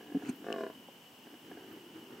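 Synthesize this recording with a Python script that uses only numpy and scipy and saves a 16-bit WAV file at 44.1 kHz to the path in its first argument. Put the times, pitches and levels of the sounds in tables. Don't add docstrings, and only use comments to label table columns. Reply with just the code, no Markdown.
import sys
import numpy as np
from scipy import signal
from scipy.fft import rfft, irfft
from scipy.io import wavfile
from scipy.ndimage import uniform_filter1d

SR = 44100
rng = np.random.default_rng(int(sys.argv[2]) if len(sys.argv) > 2 else 0)


def int16_out(signal):
    q = np.round(np.clip(np.atleast_2d(signal).T, -1, 1) * 32767)
    wavfile.write(sys.argv[1], SR, q.astype(np.int16))


N = 97020
T = np.arange(N) / SR

# frequency in Hz, relative level in dB.
HISS_COLOUR = [(25, -32), (55, -25), (100, -9.5), (160, -1.5), (250, 4.5), (340, -6), (430, -1.5),
               (600, -7), (950, -5), (1250, -11.5), (1650, -10.5), (2100, -13), (2600, -10), (2800, -5.5),
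               (2930, 2.5), (3120, -6), (3400, -12.5), (3800, -18), (5500, -16.5), (7000, -21), (8300, -18),
               (9200, -28.5), (9900, -20), (11000, -20.5), (12500, -17.5), (15700, -18)]
RUSTLE_COLOUR = [(40, -42), (90, -18), (170, -12), (260, -3.5), (335, -4.5), (480, -11.5), (600, -29.5),
                 (800, -17.5), (1100, -22), (1600, -20), (2200, -26.5), (4000, -35.5), (12000, -55.5)]
SWISH_COLOUR = [(200, 0), (600, 3), (900, 15.5), (1150, -7), (1440, 16.5), (1850, -13), (2500, 15.5),
                (3650, -32), (4200, 2), (5200, -18), (6600, 4), (7500, -16), (8500, -5), (9400, -22),
                (10100, -21), (11200, -11), (16000, -40)]
TICK_COLOUR = [(3000, -40), (9500, -13), (11500, 5), (14500, 7), (16000, -1), (18000, -30)]
BREATH_COLOUR = [(300, -3), (1600, 10), (2400, -5), (3700, 3), (4500, -8), (5400, 3), (6500, -11),
                 (7600, -4), (9500, -22), (16000, -35)]
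# frequency in Hz, correlation.
HISS_LIKENESS = [(60, 1), (300, 1), (640, 0.93), (1400, 0.38), (3000, 0.65), (4500, 0.44), (7000, .55),
                 (10000, 0.047), (15000, 0.025)]
RUSTLE_LIKENESS = [(300, 1), (900, 0.85), (2000, 0.32), (8000, .4)]
# frequency in Hz, left minus right in dB.
HISS_PAN = [(300, 0.024), (1400, -0.28), (2900, 1.3), (5000, 0.87), (15000, 1.5)]
SWISH_PAN = [(500, -8), (1300, -9), (4000, 1), (8300, 17), (15000, -5)]
# time in seconds, relative level in dB.
RUSTLE_LEVEL = [(0, -57), (.09, -57.5), (.21, -53.5), (.26, -44.5), (.33, -51.5), (.36, -62.5),
                (.42, -53.5), (.76, -59.5), (1.22, -80), (1.26, -54.5), (1.30, -62), (1.35, -57.5),
                (1.39, -73), (1.46, -54.5), (1.59, -52.5), (1.67, -55), (1.715, -48.5), (1.75, -54.5),
                (1.78, -49), (1.805, -57), (1.93, -60.5), (1.96, -48.5), (2.01, -55), (2.07, -59),
                (2.115, -48.5), (2.2, -53.5)]
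SWISH_LEVEL = [(.205, -74), (.232, -59.5), (.252, -63), (.277, -53.5), (.285, -53.5), (.293, -46),
               (.303, -49), (.315, -69), (.345, -81)]
BREATH_LEVEL = [(.42, -86), (.45, -60.5), (.55, -69), (.61, -58), (.68, -78)]
PUFF_LEVEL = [(.48, -4), (.61, 6), (.69, 3)]
CREAK_EFFORT = [(.009, 8.5), (.045, 2.5), (.08, 4), (0.101, 7.5), (.122, 10), (.146, 10), (.172, 4),
                (0.197, 7.5), (0.224, 13)]
BELLOW_EFFORT = [(0.442, -10), (0.467, -3.5), (0.489, 0), (.52, -1), (.56, -2.5), (.585, -3), (0.61, -2),
                 (0.639, 0), (.667, -4), (.70, -7.5)]
# time in seconds, centre in Hz.
HOLLOW_CENTRE = [(.3, 282), (1.28, 270), (1.55, 332), (2.15, 335)]
# start in seconds, level in dB.
GRASS_TICKS = [(0.36, -58), (1.7125, -70), (1.7285, -59), (1.7575, -65)]
# start in seconds, relative level in dB, centre in Hz, width in Hz.
STALK_CRACKLES = [(.251, -47, 2300, 500), (.259, -47, 2670, 400), (0.267, -51, 2600, 400),
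                  (0.2758, -46, 2600, 500), (0.2765, -55, 4230, 580), (.2888, -55, 6900, 580),
                  (0.289, -40, 1460, 200), (0.2925, -40.5, 8380, 580), (0.2966, -47.5, 8600, 580),
                  (0.2935, -57, 10400, 900), (.3065, -62, 7560, 2000)]
# frequency in Hz, level in dB, t60 in seconds, left minus right in dB.
TWIG_MODES = [(2865, -25, 0.01, 11), (3720, -32, 0.0022, 25), (4120, -49, 0.0033, -8),
              (5350, -30, 0.0039, 7), (6200, -25.5, 0.0021, -6), (7400, -32, 0.003, 4)]
KNOCK_MODES = [(298, -42.5, .03, 0), (550, -42, 0.053, 0), (787, -33.5, 0.021, 0), (976, -50, 0.039, 0)]
# start and length in seconds, level in dB, pitch in Hz, t60 in seconds.
THUMPS = [(0.079, 0.039, -49, 291.6, .03), (0.1163, 0.004, -35.5, 310, .035),
          (0.1455, 0.0068, -22, 259, 0.0083), (0.15, 0.023, -26.5, 282, 0.031),
          (0.189, 0.005, -39.5, 292, 0.044), (0.229, 0.0078, -36.5, 270, 0.033),
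          (0.2867, 0.0094, -25.5, 257.8, 0.047)]
# multiple of the pitch, relative level in dB.
THUMP_PARTIALS = [(.66, -12), (0.998, -0.5), (1.5, -14), (2.65, -28.5)]
# time in seconds, pulses per second.
CREAK_RATE = [(.009, 54), (.055, 56), (.101, 50.5), (.134, 41.5), (.228, 37)]
BELLOW_RATE = [(.4437, 37.3), (.485, 57.5), (.515, 55.3), (.555, 47), (.65, 32.6), (.71, 27)]
# time in seconds, relative level in dB, resonance scale.
THROAT_CLICKS = [(1.27, -23.5, 0.93), (1.34, -23, 0.96), (1.515, -16.5, 0.98), (1.573, -18.5, 0.94),
                 (1.609, -24, 1.03), (1.638, -24.5, 0.92)]
# unscaled resonance in Hz, width in Hz, gain in dB.
SHUT_THROAT = [(290, 13, 10), (428, 39, 3), (734, 29, 1.5), (806, 12, -14), (1719, 69, 0.5),
               (3080, 130, -44)]
# unscaled resonance in Hz, width in Hz, gain in dB, stretch exponent.
OPEN_THROAT = [(244, 25.6, -1, 0.56), (333, 90, -6, 0.34), (402, 21.4, 4, 0.31), (491, 15, -0.5, 0.46),
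               (656, 12.2, 5.5, 0.76), (1071, 12, -0.5, 2.1), (1124, 114, -11, 1.5), (1435, 48, -8, 0.13),
               (1615, 98, -6.5, .2), (1727, 22, -2, 0.42), (2010, 68, -7.5, 0.49), (2480, 76, -4.5, 1),
               (2923, 25, 4, 0.37), (3100, 42, -3, 0.59), (3850, 63, -19, 0.65)]
# unscaled centre in Hz, width in Hz, stretch exponent.
NASAL_NOTCHES = [(840, 46, 1), (1274, 260, 0.14), (1910, 186, 1), (2066, 105, 0.26), (3420, 420, .2)]
# time in seconds, resonance scale.
NECK_STRETCH = [(.45, 1.055), (.51, 1.045), (.56, 1.008), (.61, .982), (.68, .967)]
# time in seconds, added width in Hz.
MOUTH_DAMPING = [(.45, 23), (.51, 16.4), (.58, 2.2), (.64, 2), (.71, 33)]


def amp(db):
    return 10 ** (np.asarray(db) / 20)


def unit_rms(x):
    return x / np.sqrt(np.mean(x ** 2) + 1e-20)


def curve(points, at=T, outside=None):
    return np.interp(at, *np.transpose(points), left=outside, right=outside)


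def spectrum(points, hz):
    known_hz, value = np.transpose(points)
    return np.interp(np.log(hz + 1), np.log(known_hz + 1), value)


def sides(db):
    return amp(np.array([[.5], [-.5]]) * db)


def low_cut(x, hz):
    return signal.sosfilt(signal.butter(2, hz, "high", fs=SR, output="sos"), x)


def rounded(x, seconds):
    return irfft(rfft(x) * np.exp(-.5 * (2 * np.pi * np.fft.rfftfreq(N, 1 / SR) * seconds) ** 2), N)


def decay(start, t60):
    return amp(-60 * np.clip((T - start) / t60, 0, 10))


def resonate(x, hz, width, damping_hz=0):
    turn = np.exp(np.pi * np.cumsum((2j * hz - damping_hz) * np.ones(len(x))) / SR)
    pole = np.exp(-np.pi * width / SR)
    return 2 * (turn * signal.lfilter([1 - pole], [1, -pole], x / turn + 1e-18)).real


def noise_band(hz, width):
    return unit_rms(resonate(resonate(rng.standard_normal(N), hz, width), hz, width))


def stereo_noise(colour, likeness, pan):
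    hz = np.fft.rfftfreq(N, 1 / SR)
    left, apart = rfft(rng.standard_normal((2, N)))
    alike = spectrum(likeness, hz)
    right = alike * left + np.sqrt(1 - alike ** 2) * apart
    gains = amp(spectrum(colour, hz)) * sides(spectrum(pan, hz))
    return unit_rms(irfft(np.array([left, right]) * gains, N))


def hiss():
    return amp(-56) * stereo_noise(HISS_COLOUR, HISS_LIKENESS, HISS_PAN)


def trees(voice, delay_s=.006, t60=.22):
    t = T[:SR // 2]
    common, apart = rng.standard_normal((2, len(t))) * (t > delay_s) * amp(-60 * t / t60)
    apart = low_cut(apart, hz=640)
    tail = np.array([common + apart, common - apart]) / np.linalg.norm(common)
    return amp(-13.5) * signal.fftconvolve(voice, tail, axes=1)[:, :N]


def rustle():
    hollow = amp(-1.5) * noise_band(curve(HOLLOW_CENTRE), width=84)
    broad = amp(-2) * stereo_noise(RUSTLE_COLOUR, RUSTLE_LIKENESS, pan=[(400, 1), (1400, -4)])
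    return amp(curve(RUSTLE_LEVEL)) * (broad + hollow)


def ticks():
    level = sum(amp(db) * (T > start) * decay(start, t60=.048) for start, db in GRASS_TICKS)
    return level * stereo_noise(TICK_COLOUR, likeness=[(10000, .3)], pan=[(10000, 2)])


def stalk(start, db, hz, width):
    level = amp(db) / 2 * (T > start) * decay(start, t60=.02)
    return level * sides(9) * noise_band(hz, width)


def swish(grain_db=4, grain_s=.00056):
    grain = unit_rms(uniform_filter1d(rng.standard_normal(N), int(grain_s * SR)))
    level = amp(curve(SWISH_LEVEL, outside=-120) + grain_db * grain)
    return level * stereo_noise(SWISH_COLOUR, likeness=[(500, 1), (8000, .63)], pan=SWISH_PAN)


def wood_hit(modes, start, rise_s):
    t = np.maximum(T - start, 0)
    attack = 1 - np.exp(-t / rise_s)
    return -attack * sum(amp(db) * sides(pan_db) * np.sin(2 * np.pi * hz * t) * decay(start, t60)
                         for hz, db, t60, pan_db in modes)


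def thump(start, length, db, hz, t60, rise_s=.0048):
    t = np.maximum(T - start, 0)
    attack = np.sin(np.pi / 2 * np.minimum(t / rise_s, 1)) ** 2
    note = sum(amp(db + gain) * np.sin(2 * np.pi * ratio * hz * t) for ratio, gain in THUMP_PARTIALS)
    return attack * decay(start + length, t60) * note


def fold_closures(rate):
    cycles = np.cumsum(curve(rate, outside=0)) / SR
    return T[np.nonzero(np.diff(np.ceil(cycles)))[0]]


def folds(closures, levels_db, open_s, close_s):
    flow = np.zeros(N)
    for at, db in zip(closures, levels_db):
        falloff = np.maximum((at - T) / open_s, (T - at) / close_s)
        flow += amp(db) * np.exp(-np.minimum(falloff, 20))
    return 10 * np.gradient(rounded(flow, close_s))


def puffs(drive, db, smooth_s, fade_s=.0069):
    pole = np.exp(-1 / (fade_s * SR))
    envelope = signal.lfilter([1 - pole], [1, -pole], abs(drive))
    turbulence = low_cut(envelope * rng.standard_normal(N), hz=2000)
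    return rounded(amp(db) * turbulence, smooth_s)


def shut_throat(closures, levels_db, scale):
    drive = folds(closures, levels_db, open_s=.001, close_s=.00009)
    drive += puffs(drive, db=-2, smooth_s=.00005)
    voice = sum(amp(db) * resonate(drive, hz * scale, width, damping_hz=25)
                for hz, width, db in SHUT_THROAT)
    for hz, width, _ in NASAL_NOTCHES:
        voice -= resonate(voice, hz * scale, width)
    return low_cut(voice, hz=194)


def creak_and_clicks():
    closures = fold_closures(CREAK_RATE)
    creak = shut_throat(closures, curve(CREAK_EFFORT, closures) - 30, scale=.97)
    return creak + sum(shut_throat([at], [db], scale) for at, db, scale in THROAT_CLICKS)


def breath():
    level = amp(curve(BREATH_LEVEL, outside=-120))
    return level * stereo_noise(BREATH_COLOUR, likeness=[(5000, .67)], pan=[(5000, 1)])


def bellow():
    closures = fold_closures(BELLOW_RATE)
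    drive = folds(closures, curve(BELLOW_EFFORT, closures), open_s=.00055, close_s=.00012)
    drive += puffs(drive, curve(PUFF_LEVEL), smooth_s=.00004)
    stretch = curve(NECK_STRETCH)
    damping = curve(MOUTH_DAMPING)
    voice = sum(amp(db) * resonate(drive, hz * stretch ** follow, width, damping)
                for hz, width, db, follow in OPEN_THROAT)
    for hz, width, follow in NASAL_NOTCHES:
        voice -= resonate(voice, hz * stretch ** follow, width)
    return amp(-5.5) * low_cut(voice, hz=194) * sides(.5)


def scene():
    voice = bellow() + breath() + creak_and_clicks()
    thumps = sum(thump(*row) for row in THUMPS)
    thumps = low_cut(low_cut(thumps, hz=88), hz=69)
    grass = swish() + sum(stalk(*row) for row in STALK_CRACKLES) + ticks()
    twig = wood_hit(TWIG_MODES, start=.5264, rise_s=.0005)
    knock = wood_hit(KNOCK_MODES, start=.8835, rise_s=.003)
    return voice + trees(voice) + thumps + grass + twig + knock + rustle() + hiss()


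def record(dry, edge_hz=15800):
    band_limit = signal.firwin(511, edge_hz, window=("kaiser", 9), fs=SR)
    return signal.oaconvolve(low_cut(dry, hz=70), band_limit[None], "same")


dry = scene()
out = record(dry)
int16_out(out)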